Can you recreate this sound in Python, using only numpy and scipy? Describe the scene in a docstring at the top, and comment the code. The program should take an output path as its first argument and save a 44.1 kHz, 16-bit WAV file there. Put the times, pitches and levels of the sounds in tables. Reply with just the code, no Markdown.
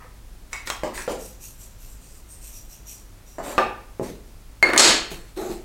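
"""Wooden offcuts click and knock over the low hum of a small workshop as someone sorts them.
Wood scrapes on wood and fingers rub over the grain. A small block drops on the bench and bounces into
a standing batten (a strip of wood), which falls flat with a slap; hands then slide the wood away.
Each blow is a click plus the ringing of the wood. The room echoes for half a second, the sound is
nearly mono, and a limiter squeezes the loudest blows."""
import sys
import numpy as np
from scipy import signal
from scipy.fft import rfft, irfft, next_fast_len
from scipy.io import wavfile
from scipy.ndimage import uniform_filter1d

SR = 44100
rng = np.random.default_rng(int(sys.argv[2]) if len(sys.argv) > 2 else 0)


def store_pcm(level_fs):
    """Save levels as 16-bit WAV."""
    pcm = np.round(np.clip(level_fs, -1, 1) * 32767).astype(np.int16)
    wavfile.write(sys.argv[1], SR, np.atleast_2d(pcm).T)


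N = 249120
SIZE = 32768  # samples in one blow with its echo
TIME, AGE = np.arange(N) / SR, np.arange(SIZE) / SR  # seconds into the scene, and into one blow
HZ = np.fft.rfftfreq(SIZE, 1 / SR)

# the small block lands and bounces: start_s, relative_db, ring_db, tick_db
BLOCK_BOUNCES = [(4.6275, -2.5, 9, -19), (4.689, -12, -25, -35), (4.7003, -14.5, -30.5, -33.5),
                 (4.7345, -6, -33, -33.5), (4.763, -7.5, -10, -39)]
# the batten falls flat and chatters: start_s, relative_db, ring_db, brightness_db_per_octave
BATTEN_SLAPS = [(4.7776, 10.5, -2.5, 3), (4.787, 6.5, -12, 0), (4.795, 10.5, -10, 1.5), (4.8418, -7, -6, 0),
                (4.848, -6, -1.5, 0), (4.876, -10.5, -13, -1.5)]
# tone colour of a sharp edge's tick: frequency_hz, relative_db
EDGE_COLOUR = [(1000, -11), (3000, 33.5), (5800, 27), (7800, 28), (10000, 9), (16000, 13)]
# how long the room's echo takes to fade by 60 dB: frequency_hz, fade_s
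ROOM_FADES = [(100, 0.7), (350, 0.5), (1000, 0.49), (3000, 0.48), (7000, 0.33), (14000, 0.32)]


def amp(db):
    """Turn decibels into a gain."""
    return 10 ** (np.asarray(db) / 20)


def unit_rms(x):
    """Scale to an average power of 1."""
    return x / np.sqrt(np.mean(x ** 2))


def unit_energy(x):
    """Scale to a total energy of 1."""
    return x / np.linalg.norm(x)


def curve_at(points, hz):
    """Read between (frequency_hz, value) points on a log frequency axis."""
    freqs, values = np.transpose(points)
    return np.interp(np.log(np.maximum(hz, freqs[0])), np.log(freqs), values)


def filtered(x, response):
    """Apply a gain that depends on frequency."""
    size = next_fast_len(N + SIZE)
    return irfft(rfft(x, size) * response(np.fft.rfftfreq(size, 1 / SR)), size)[..., :N]


def noise(colour, grain_db=0):
    """Noise of a given tone colour; uneven grain sizes make it gritty."""
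    grit = amp(grain_db * unit_rms(uniform_filter1d(rng.standard_normal(N), size=90)))
    return unit_rms(filtered(grit * rng.standard_normal(N), lambda hz: amp(curve_at(colour, hz))))


def pulse(colour, hz=HZ):
    """The shortest click that starts at once and has this tone colour."""
    cepstrum = irfft(np.log(amp(curve_at(colour, hz))))
    cepstrum[1:SIZE // 2] *= 2  # folding packs the energy at the start
    cepstrum[SIZE // 2 + 1:] = 0
    return unit_energy(irfft(np.exp(rfft(cepstrum))))


def ring(modes, free_s=1):
    """A struck piece rings at its own pitches (modes), until a touch chokes it after free_s."""
    tone = 0
    for hz, db, fade_s in modes:
        wave = amp(-60 * AGE / fade_s) * np.sin(2 * np.pi * hz * AGE)
        tone += amp(db + rng.normal(0, 1)) * unit_energy(wave)
    return unit_energy(tone / (1 + (AGE / free_s) ** 10))


def echoes(fades, rise_s):
    """Dense echoes build up, then each frequency fades at its own speed."""
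    # tone colour of the echoes: frequency_hz, relative_db
    colour = [(100, -0.5), (350, 1.5), (1000, 0.5), (4000, 0), (15000, 0)]
    hz, t, bands = signal.stft(rng.standard_normal(SIZE), SR, nperseg=256)
    bands *= amp(curve_at(colour, hz)[:, None] - 60 * t / curve_at(fades, hz)[:, None])
    return unit_energy(signal.istft(bands, nperseg=256)[1][:SIZE] * (1 - np.exp(-AGE / rise_s)))


def add(track, start_s, sound):
    """Mix a sound into the track."""
    part = track[max(round(start_s * SR), 0):][:len(sound)]
    part += sound[:len(part)]


def blow(click, tone, bench_db, click_room_db, tone_room_db):
    """A click shakes the bench top; the click and the ringing tone both echo in the room."""
    # how long the bench top shakes: frequency_hz, fade_s
    bench_fades = [(200, 0.21), (1000, 0.19), (4000, 0.038), (12000, 0.11)]
    shake = signal.fftconvolve(click, echoes(bench_fades, rise_s=0.00041))[:SIZE]
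    into_room = amp(click_room_db) * click + amp(tone_room_db) * tone
    echo = signal.fftconvolve(into_room, echoes(ROOM_FADES, rise_s=0.0087))[:SIZE]
    return unit_energy(click + amp(bench_db) * shake) + tone + echo


def workshop():
    """The room's low rumble, mains hum and thin, even hiss."""
    # tone colour of the rumble: frequency_hz, relative_db
    rumble_colour = [(12, -47), (20, 2.5), (58, -8), (66, -10), (70, -25), (86, -13), (103, -12.5),
                     (126, -18.5), (288, -24.5), (477, -29.5), (528, -29), (1260, -34.5), (2500, -42),
                     (3250, -75), (5500, -120)]
    # mains hum: pitch_hz, level_db
    mains = [(50, -50.5), (100, -62.5)]
    hum = sum(amp(db) * np.sqrt(2) * np.sin(2 * np.pi * (hz * TIME + rng.random())) for hz, db in mains)
    hiss = noise([(800, -4.5), (2500, -0.5), (6000, -1.5), (10000, -3.0), (15500, -6.5)])
    return amp(-44.5) * noise(rumble_colour) + hum + amp(-57) * hiss


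def clack(click, db, fade_s):
    """A small piece's many short-lived modes stretch a click into a clack."""
    modes = unit_energy(rng.standard_normal(SIZE) * amp(-60 * AGE / fade_s))
    return click + amp(db) * signal.fftconvolve(click, modes)[:SIZE]


def offcuts(gain_db=16):
    """Small pieces click high in the hand; large ones knock low and thud on the bench."""
    # pieces picked up and put down, then the swept batten juddering over the bench: start_s, relative_db,
    # pitch_hz, ring_db, tick_db, thud_db, echo_db
    knocks = [(.004, -43, 1280, 2, -30, -25, 7), (.046, -45.5, 503, 8.5, -36, -20, -4),
              (0.531, -20, 2230, 0.5, -4.5, -18, 0), (0.6738, -19, 2280, -11, -4.5, -16, -1.5),
              (0.7015, -13, 1230, -7.5, 1, -21, -7.5), (0.8347, -17, 613, 2.5, -10.5, 2, 2),
              (0.9778, -20.5, 1960, -20, -6, -11, -2), (1.0779, -17.5, 519, 2.5, -9, -7, 2),
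              (3.3838, -18.5, 700, -22, -15.5, -7, 1), (3.5803, -5.5, 1192, 1.5, -40, -1, 1),
              (3.5849, -12.5, 1420, -7, -31, -2, -10), (3.997, -14, 330, -27, -27, -1.5, -2.5),
              (5.116, -25, 360, -8, -25, -5, 0), (5.372, -27, 356, -6, -22, -15, 0),
              (5.423, -26.5, 410, -12, -25, -5, 0), (5.499, -28.5, 344, 9, -18, -22, 3.5)]
    # tone colour of a knock: multiple_of_pitch, relative_db
    colour = [(.08, -27), (.28, -8), (.55, -2.5), (1, 2.5), (1.8, -5.5), (2.6, -16.5), (3.5, -19.5),
              (10, -40), (30, -50)]
    # the bench top's thud: pitch_hz, relative_db, fade_s
    bench_modes = [(135.5, -27, 0.104), (224.2, -8.5, 0.42), (378.2, 5, 0.23), (545, 4.5, 0.12),
                   (650.5, -1.5, 0.12), (831, -2.5, 0.26)]
    out = np.zeros(N)
    for start_s, db, pitch_hz, ring_db, tick_db, thud_db, echo_db in knocks:
        contact = pulse(colour, HZ / pitch_hz) + amp(tick_db) * pulse(EDGE_COLOUR)
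        click = amp(-1.5) * clack(contact, db=-3.5, fade_s=0.018)
        # a sharp edge wakes the higher modes
        modes = [(pitch_hz, 0, .15), (2.63 * pitch_hz, tick_db - 2, .04),
                 (3.42 * pitch_hz, tick_db - 5.5, .025)]
        tone = amp(ring_db) * ring(modes, free_s=0.023) + amp(thud_db) * ring(bench_modes)
        knock = blow(click, tone, bench_db=echo_db + 2, click_room_db=echo_db, tone_room_db=echo_db - 9.5)
        add(out, start_s, amp(db + gain_db) * knock)
    return out


def stroke(start_s, length_s, rise_s, fall_db_per_s):
    """Loudness of one hand movement: it gathers speed, holds, and dies away once the hand stops."""
    age = TIME - start_s
    speed = np.sin(np.pi / 2 * np.clip(age / rise_s, 0, 1)) ** 2
    return speed * amp(-fall_db_per_s * np.maximum(age - length_s, 0))


def fibres(x, patchy_db):
    """Each stroke meets other wood fibres, so narrow frequency bands swell and fade by turns."""
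    bands = signal.stft(x, nperseg=512)[2]
    patches = rng.standard_normal(bands.shape)
    for _ in range(2):
        patches = uniform_filter1d(uniform_filter1d(patches, size=5, axis=0), size=14, axis=1)
    return unit_rms(signal.istft(bands * amp(patchy_db * unit_rms(patches)), nperseg=512)[1][:N])


def scrapes():
    """Wood rasps on wood as a piece is turned or shifted."""
    # brief grazes: start_s, length_s, relative_db
    grazes = [(0.503, .02, -48.5), (0.65, 0.06, -39.5), (0.93, 0.095, -37.5), (1.087, 0.031, -39),
              (3.421, 0.1, -39.5), (4.016, 0.075, -44.5), (4.26, .025, -59.5), (5.095, 0.029, -38),
              (5.27, .02, -59), (5.356, 0.17, -41)]
    # tone colour of the rasp: frequency_hz, relative_db
    colour = [(1180, -7), (2000, -4), (3460, -10), (3940, -6), (4860, -9.5), (7640, -6.5), (10500, -14),
              (11900, -12), (16000, -20)]
    loudness = sum(amp(db) * stroke(start_s, length_s, rise_s=0.022, fall_db_per_s=172)
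                   for start_s, length_s, db in grazes)
    return amp(-0.5) * loudness * fibres(noise(colour, grain_db=1.5), patchy_db=3)


def fingers():
    """Fingers hiss over the grain and wake two faint whistles in the wood by turns."""
    # finger strokes: start_s, length_s, level_db, lower_whistle_db, upper_whistle_db
    rubs = [(1.166, 0.1, -43, -12, -28), (1.389, 0.08, -42.5, -15, -11), (1.569, 0.067, -46.5, -12, -16),
            (1.769, 0.15, -51, -18, -16), (1.993, 0.19, -54.5, -13, -6), (2.268, .08, -51.5, -21, 3.5),
            (2.398, 0.093, -45, -15, -12), (2.51, 0.07, -47, -5, -27), (2.674, 0.066, -48.5, -7, -17),
            (2.845, 0.086, -42.5, -5.5, -15), (3.24, 0.084, -54.5, -3, -14)]
    # tone colour of skin on wood: frequency_hz, relative_db
    colour = [(1180, -45), (2000, -21), (2620, -7), (3400, -13.5), (3980, -9.5), (4570, -11.5), (5680, -3),
              (6420, 0), (7770, 1), (9740, -8), (10800, -5.5), (14400, -3.5), (16000, -41)]
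    # resonances of the rubbed piece: pitch_hz, width_hz, relative_db
    resonances = [(5770, 260, 1.5), (8580, 570, 0)]
    skin = fibres(noise(colour, grain_db=2), patchy_db=2.5)
    whistles = []
    for pitch_hz, width_hz, db in resonances:
        band = filtered(rng.standard_normal(N), lambda hz: 1 / (1 + (2 * (hz - pitch_hz) / width_hz) ** 2))
        whistles.append(amp(db) * unit_rms(band))
    out = np.zeros(N)
    for start_s, length_s, db, lower_db, upper_db in rubs:
        hiss = skin + amp(lower_db) * whistles[0] + amp(upper_db) * whistles[1]
        out += amp(db) * stroke(start_s, length_s, rise_s=0.056, fall_db_per_s=158) * hiss
    return out


def slides():
    """Wood rumbles over the bench: an offcut is nudged, and later the batten is swept away."""
    # the two pushes: start_s, length_s, level_db
    nudge = (3.41, 0.12, -33.5)
    sweep = (5.36, .11, -28)
    # their tone colours: frequency_hz, relative_db
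    nudge_colour = [(88, -44), (150, -18), (195, -14), (238, 5.5), (504, -11), (575, 6), (683, -7),
                    (729, -1), (3500, -23), (4550, -54), (7700, -120)]
    sweep_colour = [(88, -50.5), (150, -21), (171, -27), (211, -4), (294, -27), (326, 1), (387, 6.5),
                    (546, -20), (854, -8), (937, -33), (1170, -17.5), (3500, -59), (4550, -69),
                    (7700, -120)]
    light = stroke(*nudge[:2], rise_s=0.095, fall_db_per_s=150) * noise(nudge_colour, grain_db=-1)
    heavy = stroke(*sweep[:2], rise_s=0.025, fall_db_per_s=121) * noise(sweep_colour, grain_db=1.5)
    return amp(nudge[2]) * light + amp(sweep[2]) * heavy


def block(gain_db=17):
    """The dropped block rings briefly on its first hop and clacks dully afterwards."""
    # tone colour of a landing: frequency_hz, relative_db
    colour = [(80, -29), (220, -1), (380, 7), (700, 1), (1100, 1), (1800, 4.5), (2500, -5), (3500, -9.5),
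              (8000, -22.5), (15000, -31.5)]
    # the block's ringing: pitch_hz, relative_db, fade_s
    modes = [(2137, 0, .25), (4070, -29, .08), (4420, -18, .05), (6690, -30, .08), (7620, -37, .12),
             (9600, -34, .04)]
    # high chinks as a corner catches: start_s, level_db
    chinks = [(4.7345, -12), (4.7627, -7), (4.773, -16)]
    out = np.zeros(N)
    for start_s, db, ring_db, tick_db in BLOCK_BOUNCES:
        click = pulse(colour) + amp(tick_db) * pulse(EDGE_COLOUR)
        tone = amp(ring_db) * ring(modes, free_s=0.018)
        bounce = blow(click, tone, bench_db=5, click_room_db=-6.5, tone_room_db=-10.5)
        add(out, start_s, amp(db + gain_db) * bounce)
    for start_s, db in chinks:
        chink = ring([(8900, 0, 0.0084), (9200, -7, 0.02)])
        echo = signal.fftconvolve(chink, echoes(ROOM_FADES, rise_s=.01))[:SIZE]
        add(out, start_s, amp(db) * (chink + amp(-11) * echo))
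    return out


def high_ringing(landing_db=3, slap_db=21):
    """A thin, high ringing lingers after the block's first landing and the batten's first slap."""
    # the lingering tones: pitch_hz, relative_db, fade_s
    modes = [(4334, 0, 0.55), (4510, -5, .4), (6705, -5, 0.45), (6736, -7, 0.45), (7722, -7, 0.4)]
    out = np.zeros(N)
    add(out, BLOCK_BOUNCES[0][0], amp(landing_db) * ring(modes[:2]))
    add(out, BATTEN_SLAPS[0][0], amp(slap_db) * ring(modes))
    return out


def batten(gain_db=19):
    """The batten's flat face hits the bench: a bright slap, then duller rebounds."""
    # tone colour of a slap: frequency_hz, relative_db
    colour = [(80, -22.5), (200, 1.5), (350, 8), (700, 5), (1500, 4.5), (3000, 4.5), (4500, 9), (7500, 2.5),
              (10000, -5.5), (12500, -22), (16000, -37)]
    # the batten's ringing: pitch_hz, relative_db, fade_s
    modes = [(329.6, -12, 0.23), (439, -9.5, 0.15), (1725, -6.5, 0.17), (2120, -11, 0.21),
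             (2680, -13, 0.18), (3135, -7, 0.19), (4420, -1, 0.035), (5530, -14, .04), (6670, 4, .035),
             (7600, 5.5, 0.035)]
    out = np.zeros(N)
    for start_s, db, ring_db, brightness in BATTEN_SLAPS:
        click = pulse([(hz, band_db + brightness * np.log2(hz)) for hz, band_db in colour])
        slap = blow(click, amp(ring_db) * ring(modes), bench_db=12, click_room_db=-3.5, tone_room_db=-2)
        add(out, start_s, amp(db + gain_db) * slap)
    return out


def scene():
    """Every sound reaches both channels alike."""
    mono = offcuts() + block() + batten() + high_ringing() + fingers() + scrapes() + slides() + workshop()
    return np.tile(mono, (2, 1))


def limiter(x, threshold_db=-7, release_db_per_s=130, attack_s=0.0006):
    """The volume drops quickly on a loud blow and creeps back while the echo dies away."""
    power = np.abs(uniform_filter1d(np.mean(x ** 2, axis=0), size=64))
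    excess_db = np.maximum(10 * np.log10(power + 1e-12) - threshold_db, 0)
    recovery_db = release_db_per_s * TIME
    cut_db = np.maximum.accumulate(excess_db + recovery_db) - recovery_db
    smoothing = np.exp(-1 / (attack_s * SR))
    return x * amp(-signal.lfilter([1 - smoothing], [1, -smoothing], cut_db))


def record(dry, top_hz=16050):
    """Loud blows are limited and clipped, faint stereo hiss and rumble is added, the top treble is cut."""
    stray = amp(-75.5) * noise([(25, -2), (60, -19), (200, -18), (1000, -30.5), (6000, -33), (13000, -24)])
    clipped = np.clip(limiter(dry) + np.array([stray, -stray]), -1, 1)
    return filtered(clipped, lambda hz: hz < top_hz)


dry = scene()
out = record(dry)
store_pcm(out)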